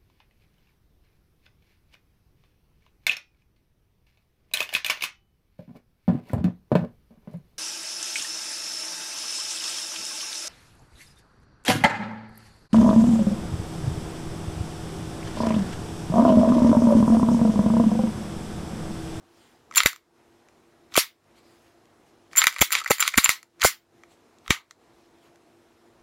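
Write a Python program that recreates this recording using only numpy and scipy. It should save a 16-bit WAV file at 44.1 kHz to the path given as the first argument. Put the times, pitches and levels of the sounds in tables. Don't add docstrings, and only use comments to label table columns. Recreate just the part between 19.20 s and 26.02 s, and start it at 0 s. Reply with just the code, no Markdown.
import sys
import numpy as np
from scipy import signal
from scipy.fft import rfft, irfft
from scipy.io import wavfile
from scipy.ndimage import uniform_filter1d, minimum_filter1d

SR = 44100
rng = np.random.default_rng(int(sys.argv[2]) if len(sys.argv) > 2 else 0)


def gain_from_db(level_db):
    decades = np.asarray(level_db, float) / 20
    return 10 ** decades


def master_out(mix):
    frames = np.transpose(np.atleast_2d(mix))
    ceiling = np.clip(frames, -1, 1)
    pcm = np.round(ceiling * 32767).astype(np.int16)
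    wavfile.write(sys.argv[1], SR, pcm)


N = 300762

# f/Hz, level/dB per Hz
AIR_SPECTRUM = [(15, -47.5), (25, -22), (65, -13), (266, -16.5), (339, -7.5), (368, -11.5), (510, -16),
                (669, -14), (3510, -30), (4240, -30), (4600, -34.5), (5130, -31.5), (11900, -40.5),
                (15200, -47), (16500, -60)]
# f/Hz, width/Hz, level/dB
FUZZY_TONES = [(98.5, 34, -78), (238, 16, -73), (340.5, 4.7, -66.5), (472, 34, -75.5), (690, 9.7, -75.5),
               (10800, 40, -92), (5100, 48, -90), (7400, 40, -92), (11800, 110, -94), (12700, 30, -98),
               (13100, 30, -99)]
# middle t/s, length/s, level/dB
RUBS_AND_SWELLS = [(0.24, 0.25, -61), (2.18, 0.046, -60), (2.318, 0.18, -63), (2.47, 0.1, -65),
                   (2.88, 0.053, -67), (4.922, 0.057, -61.5), (5.8, 0.13, -69), (6.058, 0.084, -64),
                   (0.542, 0.021, -49.5), (1.731, .03, -52.5), (3.135, 0.034, -52), (4.404, .02, -55.5),
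                   (5.276, 0.055, -56), (5.515, 0.033, -59.5)]
# f/Hz, level/dB per Hz
RUB_SPECTRUM = [(800, 3), (2500, 2.5), (5000, -1), (9000, -8), (15000, -14)]
# f/Hz, level/dB per Hz
SELF_NOISE = [(1500, -21), (4000, 1), (16000, -10)]
# f/Hz, rarity/spreads
DROPOUTS = [(5000, 2.6), (8500, 1.5), (11000, 1.5), (12600, .9), (13400, .2), (14300, .9), (15500, .7)]

# f/Hz, level/dB, t60/s
FRAME_MODES = [(1180, -9, .014), (1335, -2, .022), (1560, -4, .016), (2090, 0, .016), (2260, -2, .022)]
# f/Hz, level/dB, t60/s
SLIDE_MODES = [(3031, -3, 0.0029), (3457, -5, 0.009), (3846, -0.5, 0.0084), (4526, 3.5, 0.0042),
               (5070, 0, 0.0045), (6070, -6, 0.0086), (6620, -11.5, 0.0013)]
# f/Hz, level/dB, t60/s
BARREL_MODES = [(7240, 0, .037), (7510, -11, .022), (7900, -11, .01)]
# f/Hz, level/dB, t60/s
SMALL_MODES = [(9800, -8, .01), (10600, -4, .018), (11200, -9, .015), (11900, 0, .02), (13150, -4, .022),
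               (14530, -3, .024), (15500, -6, .014)]
CRACK_DB = [-3.5, 2, -21, -7.5]
# low f/Hz, high f/Hz
PART_BANDS = [(1180, 3720), (2600, 7200), (6600, 7600), (9000, 28000)]
DETUNE = [.025, .02, .002, .003]
# crack lost per barrel over slide, per part/(dB per dB)
LOOSENESS = [0, 0, 1.1, .8]

# t/s, slide level/dB, frame level/dB
TICKS = [(.5117, -39.5, -30.5), (.524, -44, -34), (.5393, -39, -36.5), (1.2863, -51, -48),
         (1.722, -62.5, -40), (2.042, -62, -69), (2.655, -56, -55), (3.1137, -58, -45.5),
         (3.132, -36.5, -33.5), (3.3678, -40.5, -29.5), (3.3774, -44, -37), (3.6251, -43, -40),
         (3.639, -31.5, -43.5), (3.9174, -39.5, -48.5), (3.9229, -34.5, -37.5), (4.3977, -38.5, -40),
         (4.406, -40, -33), (4.8354, -48, -39.5), (5.1853, -50, -62), (5.2623, -58, -37),
         (5.2943, -40, -40), (5.5095, -36, -39), (5.985, -62, -62), (6.158, -52, -50)]
# t/s, slide level/dB, frame level/dB, rattle/ms
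CATCHES = [(.5495, -26, -31, 3), (.579, -7.5, -17.5, 4.1), (.6038, -12, -11, 2), (1.7398, -30, -40, 2),
           (1.7442, -24, -36.5, 1.7), (1.7547, -19.5, -13.5, 5), (3.1546, -38, -23, 1.7),
           (3.2182, -12, -13, 2), (3.223, -18.5, -16.5, 4.2), (3.3628, -28.5, -22, 2.9),
           (3.5386, -21.5, -29, 3.7), (3.5522, -13, -13, 2), (3.614, -36, -25.5, 4.6),
           (3.6594, -30.5, -18, 5.7), (3.8256, -14, -13, 2.8), (3.8519, -36.5, -22.5, 2.7),
           (3.9386, -27.5, -23.5, 3.7), (3.9415, -29.5, -15.5, 1.6), (4.0594, -14, -12, 2.5),
           (4.4145, -28.5, -28, 1.8), (4.418, -14.5, -21, 2.5), (4.429, -19.5, -11, 3),
           (4.4395, -13, -14, 1.6), (5.2791, -27, -26, 1.5), (5.306, -5, -4, 1.3)]
# t/s, slide level/dB, frame level/dB, rattle/ms
CLASHES = [(.5579, -19, -28, 5.3), (1.7635, -17, -21, 1.6), (1.7661, -11, -19, .9), (1.7738, -11, -11, 4.5),
           (1.777, -12.5, -14, 2.84), (3.1697, -20, -18, 4), (3.531, -18, -19, 4), (5.3092, -14, -15, 1),
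           (3.8085, -17, -20, 4), (3.2385, -20, -18, 3), (3.2405, -13.5, -11.5, 3.5),
           (3.4145, -6.5, -5.5, 4.8), (3.4198, -6.5, -21, 2.5), (3.4237, -14, -13.5, 1.1),
           (3.4315, -28, -23.5, 2), (3.5203, -18.5, -19.5, 0.83), (3.5255, -16, -18, 2.5),
           (3.7062, -14, -13, 5.8), (3.7146, -14, -12, 3), (3.9757, -10, -10.5, 9.6),
           (3.982, -9, -6.5, 0.56), (3.9855, -15.5, -8.5, 1.6), (4.0384, -25, -24, 2.2),
           (4.052, -15, -24.5, 2.05), (4.4365, -15, -23.5, 3.1), (4.4455, -11.5, -7.5, 3.3),
           (4.449, -13, -13, 2.6), (4.4515, -15.5, -13.5, 1.18), (5.3035, -22, -23, 3.1)]
# t/s, slide level/dB, frame level/dB, rattle/ms
UNLOCKS = [(.5675, -23.5, -13.5, 5), (.572, -14.5, -21, 4.3), (3.1607, -31, -28, 3.3),
           (3.1742, -20, -25, 2), (3.179, -19, -24, 1), (3.183, -19, -21, 10), (3.2035, -36.5, -38, 3.5),
           (3.4089, -22.5, -19, 5.1), (3.5056, -35, -23, 2), (3.7, -30, -23.5, 5.4),
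           (3.7958, -29.5, -21, 3.8), (3.8031, -19.5, -21, 3), (3.9717, -30.5, -26.5, 4.1),
           (4.0431, -16.5, -18.5, 1.6)]
# t/s, level/dB
CHATTER = [(.6337, -17.5), (.6508, -31), (.7305, -32.5), (.7608, -38.5), (3.2099, -27.5), (3.2571, -25.5),
           (3.2846, -30.5), (3.326, -31), (3.3359, -40), (3.3426, -34.5), (3.3847, -26.5), (3.3911, -25),
           (3.3997, -31), (3.545, -23.5), (3.5626, -35), (3.582, -32.5), (3.5905, -29), (3.6035, -30.5),
           (3.6447, -30), (3.6764, -27), (3.684, -32.5), (3.7828, -29), (3.819, -24.5), (3.859, -30),
           (3.9565, -29.5), (4.0308, -28), (4.076, -31), (4.0877, -33), (4.2295, -39.5), (.608, -22),
           (.618, -30), (3.5562, -22), (3.567, -27), (3.586, -27), (3.832, -23), (3.8375, -25),
           (3.863, -28), (3.8665, -29), (4.4212, -22), (4.08, -32)]
# t/s, slide level/dB, frame level/dB, rattle/ms
STOPS = [
    (0.6597, -4, -3, 2.2),
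    (3.2687, -4.5, -4.5, 2.7),
    (3.877, -11, -13, 3.7),
    (4.092, -6.5, -6.5, 2),
]
# barrel over slide/dB, small parts over slide/dB
STEEL = dict(unlock=(8.5, 2.4), clash=(-7.5, -2), catch=(-19.5, -16), stop=(-12.5, -7.5),
         chatter=(-9, -7.5), tick=(-12.5, -17.5))
# t/s, frame f/Hz, slide f/Hz, barrel over slide/dB
LANDINGS = [(0.5506, 1940, 2700, -16), (0.5725, 1270, 4410, 12), (0.5801, 2590, 3360, -1),
            (0.6049, 1310, 4130, -16), (0.6353, 2140, 4500, -4), (0.6612, 2070, 3800, -4),
            (0.6712, 2310, 4910, -8), (1.7452, 1320, 6000, -12), (1.7559, 1220, 3080, -8),
            (1.767, 2220, 3140, -6), (1.7771, 990, 3460, -5), (3.1558, 2100, 2970, -16),
            (3.1626, 2010, 5740, 13), (3.1755, 2100, 6790, 9), (3.1804, 2190, 6730, 18),
            (3.2188, 1340, 2990, -13), (3.2414, 2190, 2940, -9), (3.2702, 2160, 3890, -9),
            (3.3657, 2110, 2700, -16), (3.3859, 2110, 3960, -7), (3.4183, 2050, 3510, -3),
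            (3.4245, 2170, 5890, -4), (3.5076, 2010, 3170, 6), (3.5204, 1940, 5890, 0),
            (3.5266, 2390, 6200, 2), (3.553, 2280, 3080, -9), (3.5817, 2100, 2920, -13),
            (3.5915, 2160, 3280, -6), (3.6661, 1260, 2960, -12), (3.6777, 2300, 2810, -4),
            (3.7099, 960, 2950, -1), (3.7151, 2110, 4370, -4), (3.7839, 1980, 3090, 0),
            (3.7977, 2200, 4570, 3), (3.805, 1590, 3270, 10), (3.8265, 2270, 3120, -11),
            (3.8786, 2370, 3750, -9), (3.9433, 2080, 2700, -9), (3.9588, 1320, 3010, -10),
            (3.9793, 1930, 2810, -3), (4.0449, 2250, 3140, 14), (4.0523, 2510, 3290, 1),
            (4.0607, 1490, 2950, -14), (4.0938, 2070, 2820, -2), (4.4188, 2050, 6710, -9),
            (4.4302, 2110, 2700, -11), (4.4393, 1320, 4580, -5), (4.4517, 1520, 5200, -5),
            (5.2798, 1240, 3770, -15), (5.3069, 1920, 3830, -15),
            (.5125, 1300, 3000, -12), (.559, 2000, 4500, 2), (1.723, 950, 3000, -15),
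                 (5.263, 1250, 3000, -15), (5.295, 1300, 6500, -12), (3.615, 1300, 4500, -10),
                 (3.532, 2000, 3400, -4), (3.1705, 2100, 5900, 4), (3.186, 1500, 3300, 14),
                 (3.8095, 1500, 3400, -5), (4.4465, 1500, 5200, -5)]

# t/s, level/dB, brightness/(dB per octave)
SLAMS = [(0.573, -25, -3), (.66, -27.5, 0.5), (1.777, -16.5, 0.6), (3.181, -28.5, -4.5), (3.27, -34, -0.8),
         (3.416, -24, 0.4), (3.554, -32, -6), (3.71, -24.5, 1.1), (3.828, -52.5, -2.7),
         (3.877, -40.5, -1.5), (3.978, -24, 0.5), (4.044, -29.5, -5), (4.095, -24, -0.2), (4.449, -16, 1.6),
         (5.304, -25.5, -3.5)]
# f/Hz, level/dB per Hz
ROOM_SPECTRUM = [(590, -39.5), (1000, -16), (2170, -3), (2770, -9.5), (3430, -6.5), (4090, -4), (7520, -5),
                 (8460, -8), (11900, -9.5), (15700, -16.5), (16500, -31)]
# f/Hz, t60/s
ROOM_T60 = [(500, 0.23), (1400, 0.17), (3700, 0.17), (9700, 0.13), (15000, 0.18)]
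# from t/s, to t/s, level/dB
STROKES = [
    (0.545, 0.658, -34),
    (1.731, 1.778, -40.5),
    (3.157, 3.273, -30.5),
    (3.309, 3.417, -45.5),
    (3.496, 3.623, -29),
    (3.659, 3.7, -42),
    (3.779, 3.905, -31.5),
    (3.922, 3.97, -41),
    (4.011, 4.078, -39.5),
    (4.403, 4.437, -33),
]
# t/s, signed peak
SNAPS = [
    (.6044, .9),
    (3.2183, .9),
    (3.5524, .75),
    (3.826, .75),
    (4.0597, .8),
    (5.3066, -.7),
]
# t/s, signed puff peak, signed knock peak, knock f/Hz, knock/ms
PUSHES = [(0.66, 0.23, 0.17, 532, 1.53), (1.779, -0.0092, -0.57, 527, 1), (3.269, -.01, 0.02, 297, 2.5),
          (3.4163, 0.3, 0.12, 600, 1.3), (3.71, 0.2, -0.85, 450, 0.7), (3.707, .05, .25, 700, 1.2),
          (3.715, 0.02, -.25, 900, .7), (3.4243, -.05, -.35, 800, .8), (4.4478, -.05, -.4, 900, .8),
          (1.7765, .03, .3, 1000, 1), (3.982, -0.3, 0.38, 240, 3.3), (4.093, .04, 0.03, 565, 1.9),
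          (4.4512, -0.33, 0.85, 620, 0.9), (5.3073, 0.37, 0.04, 498, 2.5)]


def evened(x):
    return x / np.sqrt(np.mean(x ** 2) + 1e-20)


def read(points, hz):
    f, value = np.transpose(points)
    return np.interp(np.log(hz + 1), np.log(f + 1), value)


def add(mix, s, sound):
    stretch = mix[round(s * SR):][:len(sound)]
    stretch += sound[:len(stretch)]


def noise(spectrum, count, patchy_db=0., t60=None):
    hz = np.fft.rfftfreq(512, 1 / SR)
    t = np.arange(count // 128 + 5) * 128 / SR
    a, b, patches = rng.standard_normal((3, len(hz), len(t)))
    patches = uniform_filter1d(uniform_filter1d(patches, size=8, axis=0), size=24, axis=1)
    db = read(spectrum, hz)[:, None] + patchy_db * evened(patches)

    def sounded(db):
        return signal.istft((a + 1j * b) * gain_from_db(db), nperseg=512, noverlap=384)[1]

    steady = np.std(sounded(db))
    if t60:
        db = db - 60 * t / read(t60, hz)[:, None]
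    return sounded(db)[:count] / steady


def background():
    t = np.arange(N) / SR
    out = gain_from_db(-61) * noise(AIR_SPECTRUM, N, 1.1)
    for hz, width, db in FUZZY_TONES:
        r = np.exp(-np.pi * width / SR)
        slow = signal.lfilter([1 - r], [1, -r], rng.standard_normal((2, N)))
        steady = 2.2 * slow.std()
        tone = (slow[0] + steady) * np.cos(2 * np.pi * hz * t) + slow[1] * np.sin(2 * np.pi * hz * t)
        out += gain_from_db(db) * evened(tone)
    rubs = sum(gain_from_db(db) * np.exp(-(1.9 * (t - s) / length) ** 2) for s, length, db in RUBS_AND_SWELLS)
    return out + rubs * noise(RUB_SPECTRUM, N, 2.6)


def contacts():
    bounces = [(s + .0085, slide - 11.5, frame - 14, 4.5) for s, slide, frame, _ in STOPS]
    kinds = dict(unlock=UNLOCKS, clash=CLASHES, catch=CATCHES, stop=STOPS + bounces,
                 chatter=[(s, db, db + 0.5, 2.3) for s, db in CHATTER],
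                 tick=[(*row, 2.4) for row in TICKS])
    rows = []
    for kind, hits in kinds.items():
        barrel, small = STEEL[kind]
        rows += [(s, frame, slide, slide + barrel, slide + small, ms) for s, slide, frame, ms in hits]
    return rows


def landing(s):
    rows = np.array(LANDINGS)
    apart = abs(s + .001 - rows[:, 0])
    return rows[apart.argmin(1), 1:].T[..., None], apart.min(1, keepdims=True) < .005


def struck_part(rattles, modes, chance, crack_db, band_hz, detune, free, spot=None):
    hz = np.fft.rfftfreq(4096, 1 / SR)
    edges = np.clip(band_hz, 20, SR / 2 - 100)
    band = signal.sosfreqz(signal.butter(4, edges, "band", fs=SR, output="sos"), hz, fs=SR)[1]

    def resonance(f, t60):
        return f / (f ** 2 - hz ** 2 + 2.2j * hz / (t60 * free))

    response = 0
    for k, (f, db, t60) in enumerate(modes):
        f = f * (1 + detune * chance[:, k, 1, None])
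        if spot:
            db = db - 9 * spot[1] * abs(np.log2(f / spot[0]))
        response = response + gain_from_db(db + 4 * chance[:, k, 0, None]) * resonance(f, t60)
    if spot:
        f, known, t60 = spot
        response = response + known * gain_from_db(0.5) * resonance(f, t60)

    def levelled(h):
        v = irfft(rfft(rattles, 4096) * band * h)
        return v / np.sqrt(uniform_filter1d(v ** 2, size=90).max(1, keepdims=True))

    ring, crack = levelled(response), levelled(1)
    return (ring + gain_from_db(crack_db) * crack) / np.sqrt(1 + gain_from_db(2 * crack_db))


def pistol():
    out, t = np.zeros(N), np.arange(900) / SR
    hits = contacts()
    s, *dbs, ms = np.transpose(hits)[..., None]
    grit = rng.standard_normal((len(hits), 2, 900))
    chance = rng.standard_normal((len(hits), 4, 8, 2))
    ms = np.maximum(ms, .4)
    spikes = grit[:, 0] * gain_from_db(3.5 * grit[:, 1])
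    rise = 1 - np.exp(-t / (ms * 0.000047))
    rattles = spikes * rise * np.exp(-(t / (ms * 0.00075)) ** 1.2)
    rattles[:, 8] += -40.0 / ms[:, 0] ** 2

    (*spots, barrel_db), known = landing(s)
    shift_db = known * (dbs[1] + barrel_db - 2.5 - dbs[2])
    dbs[2] = dbs[2] + shift_db
    dbs[3] = dbs[3] + .4 * shift_db + .8
    loose_db = np.clip(dbs[2] - dbs[1] - 1.5, -16, 8)

    layers = [gain_from_db(dbs[0] - 26.0) * struck_part(rattles, FRAME_MODES, chance[:, 0], 30, (500, 1100), 0, 1)]
    spot_t60 = .013, .009
    for k, modes in enumerate((FRAME_MODES, SLIDE_MODES, BARREL_MODES, SMALL_MODES)):
        in_hand = k < 2
        held_db = np.clip(dbs[k] + 28, -20, 0) * in_hand
        crack_db = CRACK_DB[k] - LOOSENESS[k] * loose_db - held_db
        free = gain_from_db(LOOSENESS[k] * np.minimum(loose_db, 0) + held_db / 2)
        spot = (spots[k], known, spot_t60[k]) if in_hand else None
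        sounds = struck_part(rattles, modes, chance[:, k], crack_db, PART_BANDS[k], DETUNE[k], free, spot)
        layers.append(gain_from_db(dbs[k] - 3.5) * sounds)
    for sounds in layers:
        for at, sound in zip(s[:, 0], sounds):
            add(out, at, sound)
    return out


def metal(dry_share):
    t = np.arange(2000) / SR
    ring = np.zeros(len(t))
    for hz, db, t60 in FRAME_MODES + SLIDE_MODES + BARREL_MODES + SMALL_MODES:
        ring += gain_from_db(db - 60 * t / t60) * np.sin(2 * np.pi * hz * t) / np.sqrt(t60)
    ring[0] = dry_share * np.linalg.norm(ring)
    return ring / np.linalg.norm(ring)


def room(x):
    t = np.arange(12000) / SR
    echoes = noise([(300, -22.5), (1100, -4), (16000, -4.0)], len(t), 0., ROOM_T60)
    echoes = echoes * np.clip(t / 0.00049, 0, 1)
    out = gain_from_db(-12.5) * signal.fftconvolve(x, echoes / np.linalg.norm(echoes))[:N]
    struck = metal(3.5)
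    swell = 1 - np.exp(-t / 0.0077)
    for s, db, tilt_db in SLAMS:
        colour = [(hz, v + tilt_db * np.log2(hz / 3000)) for hz, v in ROOM_SPECTRUM]
        tail = signal.fftconvolve(noise(colour, len(t), 2.5, ROOM_T60), struck)[:len(t)]
        add(out, s, gain_from_db(db + 5.0) * swell * tail)
    return out


def scrape():
    slips = np.zeros(N)
    for s, end, db in STROKES:
        a, b = rng.standard_normal((2, round((end - s) * SR)))
        uneven = evened(a * gain_from_db(3.2 * evened(uniform_filter1d(b, size=40))))
        add(slips, s, gain_from_db(db) * uneven * signal.windows.tukey(len(a), .6))
    thin = signal.butter(4, [1400, 10000], "band", fs=SR, output="sos")
    return signal.sosfilt(thin, signal.oaconvolve(slips, metal(0.9))[:N])


def snaps():
    out, u = np.zeros(N), np.arange(-40, 41) * 1000 / SR / .1
    for s, peak in SNAPS:
        add(out, s - 40 / SR, -2.3 * peak * u * np.exp(-u ** 2))
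    return signal.sosfiltfilt(signal.butter(2, 1000, "high", fs=SR, output="sos"), out)


def pushes():
    out, t = np.zeros(N), np.arange(-800, 801) / SR
    dip = np.exp(-(t / .0115) ** 6)
    puff_ms, jolt_ms, jolt_spread_ms, jolt_share = 0.82, .25, 5, .2
    for s, puff, knock, hz, ms in PUSHES:
        when, size = rng.uniform(-1, 1, (2, 4, 1))
        u = (1000 * t - jolt_spread_ms * when) / jolt_ms
        jolts = (np.sign(size) * 2 * u * np.exp(-u ** 2)).sum(0)
        thud = np.exp(-(1000 * t / ms) ** 2) * np.cos(2 * np.pi * hz * t)
        push = puff * np.exp(-(1000 * t / puff_ms) ** 2) + knock * (thud + jolt_share * jolts)
        add(out, s + t[0], push - dip * push.sum() / dip.sum())
    return out


def ducking(x):
    loud = uniform_filter1d(x ** 2, size=200) > gain_from_db(-42)
    last_loud = np.maximum.accumulate(np.where(loud, np.arange(N), -SR))
    since = (np.arange(N) - last_loud) / SR
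    down_db = -8.3 * np.clip((.262 - since) / 0.05, 0, 1)
    return gain_from_db(uniform_filter1d(down_db, size=3001, origin=1500))


def dropouts(x):
    hz, _, z = signal.stft(x, SR, nperseg=1024)
    field = rng.standard_normal(z.shape[1:])
    field = evened(uniform_filter1d(uniform_filter1d(field, size=5, axis=0), size=9, axis=1))
    holes = field > read(DROPOUTS, hz)[:, None]
    return signal.istft(z * gain_from_db(-15 * holes), SR, nperseg=1024)[1][:, :N]


def scene():
    gun = pistol() + scrape() + snaps()
    return (gun + pushes() + room(gun) + background() * ducking(gun))[None]


def low_pass(x):
    return signal.sosfilt(signal.butter(12, 16960, fs=SR, output="sos"), x)


def record(dry):
    x = dropouts(dry + gain_from_db(-80.5) * noise(SELF_NOISE, N))
    x = signal.sosfiltfilt(signal.butter(2, 35, "high", fs=SR, output="sos"), x)
    gain = minimum_filter1d(np.minimum(1, .96 / (abs(x) + 1e-9)), size=61)
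    x = x * uniform_filter1d(gain, size=61)
    band_limit = signal.firwin(255, 16100, window=("kaiser", 8), fs=SR)
    return low_pass(signal.oaconvolve(x, band_limit[None], "same"))


dry = scene()
out = record(dry)
master_out(out)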